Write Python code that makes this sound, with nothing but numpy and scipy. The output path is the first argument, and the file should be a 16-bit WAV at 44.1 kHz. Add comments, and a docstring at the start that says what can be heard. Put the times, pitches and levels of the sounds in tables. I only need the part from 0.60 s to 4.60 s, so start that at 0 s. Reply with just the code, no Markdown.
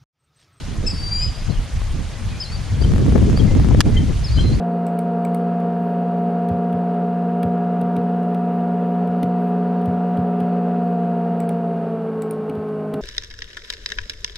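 """A plover in the wind

A plover calls on open paved ground near a wall: one long near call and two far ones, among short
whistles of other birds, all gliding tones with echo and diffuse tail. Wind buffets the ports of a
hand-held stereo microphone and swells into a gust that overloads it in ticks; a button snaps once.
Far traffic and air hiss lie below; the recorder limits the peaks."""
import sys
import numpy as np
from scipy import signal
from scipy.io import wavfile
from scipy.ndimage import uniform_filter1d

SR = 44100
rng = np.random.default_rng(int(sys.argv[2]) if len(sys.argv) > 2 else 0)


def dump_mix(stems):
    """Bounce the given channels to the path in sys.argv[1] as a 16-bit WAV at rate SR."""
    frames = np.atleast_2d(stems).T  # one column per channel
    limited = np.clip(frames, -1, 1)  # hard clip at full scale
    pcm = np.round(limited * 32767).astype(np.int16)
    wavfile.write(sys.argv[1], SR, pcm)


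N = 176400
TIME = np.arange(N) / SR


def amp(db):
    """Amplitude grows tenfold for every 20 dB."""
    return 10 ** (np.asarray(db) / 20)


def pan(db):
    """A level difference, left minus right, places a sound between the channels."""
    return amp(db * np.array([[.5], [-.5]]))


def unit_rms(x):
    """Normalisation to unit mean power."""
    return x / np.sqrt(np.mean(x ** 2) + 1e-20)


def at_hz(points, hz):
    """Interpolation on a logarithmic frequency axis."""
    return np.interp(np.log(hz), np.log(np.array(points)[:, 0]), np.array(points)[:, 1])


def drift(rate_hz):
    """Low-passed noise wanders slowly, with unit spread."""
    pole = np.exp(-80 * np.pi * rate_hz / SR)
    slow = signal.lfilter([1], [1, -2 * pole, pole * pole], rng.standard_normal(N // 40 + 2002))[2000:]
    return np.interp(np.arange(N) / 40, np.arange(len(slow)), unit_rms(slow))


def band_noise(spectrum, correlation, low_hz, count, gain_db):
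    """Half-octave noise bands add to unit power; the mid-to-side ratio sets their stereo correlation."""
    out, edges = 0, low_hz * 2 ** (np.arange(count + 1) / 2)
    white = rng.standard_normal((2, 2, N))
    for k in range(count):
        band = signal.butter(2, edges[k:k + 2], "band", fs=SR, output="sos")
        mid, side = signal.sosfilt(band, white[k % 2])
        hz = np.sqrt(edges[k] * edges[k + 1])
        alike = np.clip(at_hz(correlation, hz), -1, 1)
        stereo = np.sqrt(1 + alike) * mid + np.sqrt(1 - alike) * side * [[1], [-1]]
        out = out + amp(at_hz(spectrum, hz) + gain_db(hz)) * stereo
    return unit_rms(out)


def glide(rows):
    """Phase is the integral of pitch. Gives samples, phase, a faded unit-rms gain and other columns."""
    s, *columns = np.transpose(rows)
    i = np.arange(int(s[0] * SR), min(int(s[-1] * SR), N))
    hz, *levels = [uniform_filter1d(np.interp(i / SR, s, c), size=130) for c in columns]
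    fade = np.clip(np.minimum(i - i[0], i[-1] - i) / (0.00067 * SR), 0, 1)
    return i, 2 * np.pi * np.cumsum(hz) / SR, fade * np.sqrt(2), *levels


def overload_pulse(impulses, cusp_s=0.00019, crest_s=0.0018, edge_hz=9500):
    """Convolution makes each impulse a pointed cusp on a broader crest; a high-pass adds an edge."""
    t = np.abs(np.arange(-600, 601)) / SR
    pulse = np.exp(-t / cusp_s) + amp(-9) * np.exp(-(t / crest_s) ** 2)
    edge = signal.sosfilt(signal.butter(1, edge_hz, "high", fs=SR, output="sos"), impulses + 1e-18)
    return signal.fftconvolve(impulses, pulse[None], "same", axes=1) + amp(-5.5) * edge


# Wind on the ports. Each row: time in seconds, then rumble level, upper-band emphasis,
# deep-band emphasis and left minus right, all in dB.
WIND_COURSE = [(0.0, -24, -10, 2, -5), (0.04, -31, -21, 15.5, 4.5), (0.08, -32, -7, 7, -3),
               (0.21, -20, -14, 3, -1.5), (0.26, -25, -11, 7.5, -2.5), (0.46, -24, -18, 4, 1.5),
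               (0.62, -22.5, -22, 3, -1), (0.7, -16.5, -34.5, -8, -7), (0.75, -33, -9.5, 7, 6),
               (0.86, -23.5, -25, 7, 1), (0.9, -23.5, -22.5, -21, 34), (0.99, -26, -14, 18.5, -3),
               (1.04, -20, -35, -10, -2), (1.07, -24, -23, -17, 2), (1.1, -37.5, -2, -7, 4),
               (1.14, -17.5, -33, 0, -2.5), (1.22, -20, -46, 2.5, 8), (1.36, -22, -15.5, 9, -4),
               (1.4, -21, -18.5, 0, -8.0), (1.56, -32, -15, 6, 3.5), (1.66, -18.5, -22, 0, 0.5),
               (1.86, -30, -19, 6.5, 1.5), (1.97, -19.5, -24, -10, 3), (2.08, -27, -24, -3, 1),
               (2.14, -7, -34, -14, 1.0), (2.17, -20, -16, -8, 4), (2.21, -9, -21.5, -32, 7.5),
               (2.24, -9.5, -22, -19, 3), (2.36, -11.5, -11.5, 3, 1), (2.42, -10, -13, -19, -4.5),
               (2.519, -9.5, -13.5, -19, 3), (2.55, -11, -8, 0, -4.5), (2.63, -7.5, -9.5, -20, -0.5),
               (2.68, -15, -9.5, -12, 0), (2.73, -8, -11, -25, -7.5), (2.76, -17.5, -9, -1, -4),
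               (2.84, -7, -19, -6.5, 12.5), (2.9, -14.5, -9.5, 2, 2), (2.94, -10, -13, -6, 9),
               (2.97, -14, -5.5, -1, -8), (2.999, -4.5, -16, -22, -4), (3.05, -16.5, -8, -23, 7.5),
               (3.1, -7, -11.5, -27, 5), (3.14, -7.5, -16.5, 3, 2.5), (3.24, -9, -13.5, -15, 2),
               (3.27, -9, -8.5, -2, -3.5), (3.31, -7.5, -16, -3.5, -2.5), (3.51, -16.5, -13, -5, 5),
               (3.53, -14.5, -28.5, 0, 1), (3.64, -15.5, -20.5, -18, -0.5), (3.68, -30.5, -8.5, 8, 2),
               (3.699, -9.5, -56, -28, 2.5), (3.78, -9, -19, -11, 4.5), (3.85, -14.5, -8, 0, -3),
               (3.97, -10.5, -17.5, -36, 2.5), (4.0, -22, -11, 5, 5)]
# Colour of the rumble. Each row: frequency in Hz, relative spectral density in dB.
WIND_SPECTRUM = [(12, -36), (20, -5), (65, -1), (157, -5), (345, -19.5), (423, -31), (874, -62.5),
                 (1880, -85), (2080, -69), (2500, -50), (3250, -78), (5500, -120)]
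# Width of the rumble. Each row: frequency in Hz, left-right correlation.
WIND_CORRELATION = [(25, 0.8), (60, 1), (130, 0.37), (280, 0.53), (600, 0), (2000, 0)]


def wind(lump_db=5.5, lump_hz=23.7, crackles_per_s=43):
    """Turbulent pressure at the ports rumbles in lumps; the chance of a crackle follows its power."""
    s, *columns = np.transpose(WIND_COURSE)
    db, upper_db, deep_db, pan_db = [np.interp(TIME, s, c) for c in columns]
    lumps = lump_db * np.array([drift(lump_hz), drift(lump_hz)])

    def gain_db(hz):
        upper_share = np.clip(np.log2(hz / 90) / 1.69, 0, 1.3)
        return upper_share * (upper_db + 10 + lumps) + (hz < 45) * (deep_db + 2.5) + 0.5 * drift(3)
    rumble = band_noise(WIND_SPECTRUM, WIND_CORRELATION, low_hz=19.8, count=14, gain_db=gain_db)
    onsets = rng.random((2, N)) < crackles_per_s * amp(db - db.max()) ** 2 * rumble ** 2 / SR
    crackle = amp(-24 + 4.7 * rng.exponential(1, (2, N))) * onsets * np.sign(rumble)
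    return (rumble + overload_pulse(crackle)) * amp(db) * pan(pan_db)


# Colour of far traffic and air. Each row: frequency in Hz, relative spectral density in dB.
AIR_SPECTRUM = [(180, -32), (300, -11), (399, -11), (432, -16), (467, -7), (556, -6), (1270, -9.5),
                (1710, -9.5), (5980, -15), (10600, -24.5), (12400, -27.5), (13200, -71)]
# Width of the hiss. Each row: frequency in Hz, left-right correlation.
AIR_CORRELATION = [(300, 1), (1300, 0.66), (3000, 0.86), (6000, 0.41), (8000, 0.011), (10000, -0.1),
                   (13000, 0.29)]


def air_hiss(level_db=-39, gust_share=0.11, smoothing_s=0.8):
    """Incoherent far sources sum to a broad hiss, here a little louder while the gust blows."""
    slow = drift(17)
    s, db = np.transpose(WIND_COURSE)[:2]
    gust_db = uniform_filter1d(np.interp(TIME, s, db), size=int(smoothing_s * SR))
    hiss = band_noise(AIR_SPECTRUM, AIR_CORRELATION, low_hz=308, count=11,
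                      gain_db=lambda hz: 0.067 * slow + 1.45 * drift(28))
    return amp(level_db + gust_share * (gust_db - gust_db.mean())) * hiss


# Puffs of air. Each row: middle and length in seconds, pitch in Hz, level and left minus right in dB.
PORT_FLUTTERS = [(0.243, 0.029, 430, -33.5, -15), (0.664, 0.019, 177, -25.5, -6),
                 (0.898, 0.031, 153, -21.5, 2), (2.22, 0.014, 440, -30.5, 16),
                 (2.56, 0.015, 394, -12.5, 14), (2.916, 0.019, 520, -25.5, -6), (3.112, 0.013, 870, -28, 6),
                 (3.149, 0.0087, 564, -21, 16), (3.282, 0.07, 460, -31, -13)]


def flutters():
    """Brief flow across the ports makes band-limited noise under a Gaussian envelope."""
    out, span = np.zeros((2, N)), np.arange(-2200, 2200)
    for s, length, hz, db, pan_db in PORT_FLUTTERS:
        band = signal.butter(2, [hz / 2.15, hz * 1.15], "band", fs=SR, output="sos")
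        noise = signal.sosfilt(band, rng.standard_normal((2, len(span))))
        swell = np.exp(-(2 * span / SR / length) ** 2)
        out[:, int(s * SR) + span] += unit_rms(noise + .5 * noise[::-1]) * swell * amp(db) * pan(pan_db)
    return out


# The near plover. Each row: time in seconds, pitch in Hz, level in dB, then the partials
# at 1/2 and 3/2 of the pitch in dB relative to that level.
PLOVER_CALL = [(.259, 4890, -65, -17, -19), (.266, 5225, -24.5, -11.5, -16), (.278, 5306, -20.5, -15, -15),
               (.287, 4770, -25.5, -35, -17), (.298, 4770, -47, -27, -21), (.33, 4630, -39.5, -32, -33),
               (.39, 4594, -37, -40, -34), (.45, 4665, -31.5, -59, -36), (.515, 4710, -32, -17, -34),
               (.53, 4732, -24, -30, -28), (.585, 4765, -24.5, -34, -19), (.615, 4906, -28, -16, -17),
               (.635, 5060, -22.5, -16, -15.5), (.652, 4950, -28.5, -36, -20), (.664, 4960, -54, -24, -20)]


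def near_call():
    """Period doubling: partials at 1/2 and 3/2 of the pitch flank a strong tone, most near its ends."""
    out = np.zeros(N)
    i, phase, fade, db, low_db, high_db = glide(PLOVER_CALL)
    tone = np.sin(phase) + amp(low_db) * np.sin(phase / 2) + amp(high_db) * np.sin(phase * 3 / 2)
    octave = amp(-54.5 + .15 * db) * np.sin(2 * phase)   # swells far less than the tone
    waver_db = drift(23)[i]
    out[i] = fade * (amp(db + waver_db) * tone + octave)
    return out


def diffuse_tail(x, t60_s=.72, build_s=0.0094):
    """Scattering from far walls and bushes decays exponentially, partly different in each channel."""
    t = np.arange(int(.8 * SR)) / SR
    noise = rng.standard_normal((3, len(t))) * amp(-60 * t / t60_s) * np.clip(t / build_s, 0, 1)
    tail = noise[0] + .5 * noise[1:]
    return signal.fftconvolve(x[None], tail / np.sqrt(np.sum(tail ** 2) / 2), axes=1)[:, :N]


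def wall_echo(x, delay_s=.027, smear_s=0.0042, low_cut_hz=860):
    """A rough wall returns one specular reflection and a smear of weaker ones behind it."""
    t = np.arange(1500) / SR
    response = (t == 0) + 0.051 * rng.standard_normal(len(t)) * np.exp(-t / smear_s / 2)
    delayed = np.roll(x, int(delay_s * SR))
    thinned = signal.lfilter(*signal.butter(1, low_cut_hz, "high", fs=SR), delayed)
    return amp(-8.5) * signal.fftconvolve(thinned, response)[:N]


# Other birds. Each row: start and length in seconds, first, middle and last pitch in Hz, level in dB.
BIRD_WHISTLES = [(0.587, 0.078, 3030, 3030, 3080, -50), (0.677, 0.023, 3080, 2940, 2960, -38),
                 (0.896, 0.017, 3950, 4120, 4390, -47), (0.902, 0.022, 4410, 4520, 4380, -47),
                 (0.919, 0.016, 4160, 4130, 4000, -42), (0.939, 0.052, 3270, 3030, 2800, -47),
                 (1.701, 0.093, 2590, 2340, 2610, -46.5), (1.811, 0.026, 4550, 4620, 4650, -36),
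                 (1.826, 0.016, 3130, 3180, 3130, -33), (2.211, 0.032, 4540, 4770, 4920, -32.5),
                 (2.236, .02, 3180, 3120, 3150, -28), (2.622, 0.021, 3070, 3160, 3100, -45),
                 (2.761, 0.035, 4460, 4740, 4900, -35.5), (2.793, 0.019, 3250, 3203, 3150, -30),
                 (2.873, 0.075, 2040, 2050, 2120, -43.5), (3.333, 0.027, 1910, 1970, 2030, -47),
                 (3.353, 0.039, 2030, 2050, 2060, -41), (3.367, 0.03, 3145, 3123, 3080, -30.5),
                 (3.774, 0.026, 3040, 3086, 3100, -33), (3.792, 0.03, 3300, 3160, 3180, -28),
                 (3.8, 0.023, 4800, 4880, 4720, -37.5), (3.782, 0.026, 1540, 1605, 1600, -41.5),
                 (3.837, 0.048, 2066, 2040, 2120, -45), (3.915, 0.015, 4300, 4740, 4900, -42),
                 (3.927, 0.0207, 4640, 4360, 4200, -39), (3.944, 0.025, 4870, 4530, 4350, -43)]


def whistles(waver, wobble, attack_s=.003, release_s=.013):
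    """Short gliding sines, modulated in amplitude by waver and in phase by wobble."""
    out = np.zeros(N)
    for s, length, first, middle, last, db in BIRD_WHISTLES:
        i, phase, fade = glide([(s, first), (s + length / 2, middle), (s + length, last)])
        t = i / SR - s
        envelope = np.clip(np.minimum(t / attack_s, (length - t) / release_s), 0, 1)
        out[i] += fade * envelope * amp(db) * waver[i] * np.sin(phase + wobble[i])
    return out


# Crests of the gust. Each row: time in seconds, level in dB, left minus right in dB.
OVERLOAD_TICKS = [(1.218, -16.5, 3), (2.224, -10, 21), (2.2485, -11, 22), (2.3198, -9, 21),
                  (2.337, -8.5, -13), (2.362, -9, 17), (2.3818, -7.5, 21), (2.4642, -10.5, 21),
                  (2.523, -8.5, 16), (2.5796, -7, 32), (2.628, -6, 14), (2.6993, -7.5, 24), (2.73, -9, -22),
                  (2.7751, -7, -36), (2.7767, -9.5, 25), (2.808, -23, 35), (2.951, -8.5, 18),
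                  (2.9987, -9.5, 13), (3.0468, -8.5, 17), (3.0871, -9, 16), (3.1477, -1, -2.5),
                  (3.7868, -12, 17)]


def capsule_ticks(rumble):
    """An overloaded capsule ticks; each pulse takes the sign of the rumble on its louder side."""
    s, db, pan_db = np.transpose(OVERLOAD_TICKS)
    impulses, i = np.zeros((2, N)), (s * SR).astype(int)
    louder_side = (pan_db < 0).astype(int)
    impulses[:, i] = amp(db + np.minimum(pan_db * [[1], [-1]], 0)) * np.sign(rumble[louder_side, i])
    return overload_pulse(impulses)


# Two far plover calls, one list each. Each row: time in seconds, pitch in Hz, level in dB.
FAR_PLOVER_CALLS = [
    [(1.797, 5000, -53), (1.804, 5045, -26), (1.813, 5200, -28), (1.826, 5050, -28), (1.831, 4880, -44),
     (1.836, 4790, -32), (1.843, 4550, -31), (1.847, 4280, -51), (1.853, 4130, -37), (1.865, 4100, -40.5),
     (1.891, 4290, -42), (1.905, 4330, -44), (1.914, 4470, -67), (1.919, 4520, -37), (1.94, 4620, -38),
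     (1.959, 4680, -37), (1.968, 4340, -45)],
    [(3.637, 4950, -57), (3.646, 5200, -29), (3.659, 5110, -33), (3.664, 4960, -46), (3.669, 4900, -31),
     (3.675, 4670, -34), (3.679, 4360, -54), (3.684, 4250, -36), (3.703, 4350, -44), (3.711, 4500, -54),
     (3.717, 4540, -38), (3.743, 4800, -39), (3.777, 4830, -40), (3.786, 4770, -64)],
]
# A far note of nearly steady pitch. Each row: time in seconds, pitch in Hz, level in dB.
HELD_NOTE = [(3.745, 4119, -50), (3.771, 4120, -39), (3.791, 4125, -50), (3.809, 4100, -34),
             (3.825, 4090, -43), (3.841, 4129, -36), (3.85, 4125, -48), (3.862, 4100, -37),
             (3.885, 4090, -35), (3.896, 4090, -46), (3.905, 4095, -41), (3.915, 4090, -47),
             (3.925, 4100, -38), (3.955, 4129, -50)]


def far_calls(wobble):
    """Each far call is one gliding partial, roughened by slight phase modulation."""
    out = np.zeros(N)
    for rows in [*FAR_PLOVER_CALLS, HELD_NOTE]:
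        i, phase, fade, db = glide(rows)
        out[i] += fade * amp(db) * np.sin(phase + 0.4 * wobble[i])
    return out


# The button's contacts. Each row: start in seconds, level in dB, time to fall 60 dB in seconds,
# relative level of the shell's modes in dB.
SNAP_CONTACTS = [(3.2059, 7, .0045, -6), (3.2082, -2, .01, 2), (3.211, -1, .016, -9)]
# Low modes of the shell. Each row: frequency in Hz, relative level in dB.
SHELL_MODES = [(1200, -5), (1640, 3), (2290, -22)]
# Colour of the rattle. Each row: frequency in Hz, relative spectral density in dB.
RATTLE_SPECTRUM = [(470, -40), (800, -20), (1210, -4), (2580, -5), (3400, -1), (4590, -2), (5700, 0),
                   (6500, -6), (8350, -3), (9500, -20), (11700, -18), (13200, -37)]
# Width of the rattle. Each row: frequency in Hz, left-right correlation.
RATTLE_CORRELATION = [(900, 0.23), (3000, 1), (6000, 0.62), (8000, 0.22), (11000, -0.34)]


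def button_snap(ring_hz=3700, attack_s=0.0002):
    """Three impacts excite a broad rattle and damped modes of the shell; the first also rings high."""
    rattle = band_noise(RATTLE_SPECTRUM, RATTLE_CORRELATION, low_hz=960, count=8, gain_db=lambda hz: 0)
    out = np.zeros((2, N))
    for k, (s, db, t60, shell_db) in enumerate(SNAP_CONTACTS):
        t = TIME - s
        envelope = amp(db - 60 * np.clip(t, 0, .1) / t60) * np.clip(t / attack_s, 0, 1)
        modes = sum(amp(shell_db + mode_db) * np.sin(2 * np.pi * hz * t) for hz, mode_db in SHELL_MODES)
        if k == 0:
            modes += amp(-6) * np.sin(2 * np.pi * ring_hz * t)
        out += envelope * (0.92 * rattle + modes)
    return out


def scene(wobble_hz=25.65, far_echo_s=.032, capsule_ceiling=.72):
    """Superposition: the birds, their reflections, the wind, the snap and the hiss add as pressures."""
    near = near_call()
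    waver = amp(3 * drift(37))
    wobble = 2 * np.pi * np.cumsum(wobble_hz * drift(38)) / SR
    far = whistles(waver, wobble) + far_calls(wobble)
    rumble = wind()
    echoes = wall_echo(near) + amp(-18) * np.roll(far, int(far_echo_s * SR))
    birds = (near + far + echoes) * pan(3.5) + diffuse_tail(amp(-8.5) * near + amp(-13) * far)
    buffeting = capsule_ceiling * np.tanh(rumble / capsule_ceiling)   # the capsules round off gusts
    return birds + buffeting + capsule_ticks(rumble) + flutters() + button_snap() + air_hiss()


def record(dry, limit_db=-6, attack_s=.002, release_db_per_s=280, sense_hz=400, stopband_hz=13800):
    """Peak limiting, half deaf to bass, ducks the gain; what slips through clips, and the top is cut."""
    sensed = signal.lfilter(*signal.butter(1, sense_hz, "high", fs=SR), dry)
    over_db = np.maximum(20 * np.log10(np.abs(sensed).max(axis=0) + 1e-9) - limit_db, 0)
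    release_db = release_db_per_s * TIME
    held_db = np.maximum.accumulate(over_db + release_db) - release_db
    pole = np.exp(-1 / (attack_s * SR))
    duck_db = signal.lfilter([1 - pole], [1, -pole], held_db)
    clipped = np.clip(dry * amp(-duck_db), -1, 1)
    return signal.sosfilt(signal.cheby2(12, 80, stopband_hz, fs=SR, output="sos"), clipped)


dry = scene()
out = record(dry)
dump_mix(out)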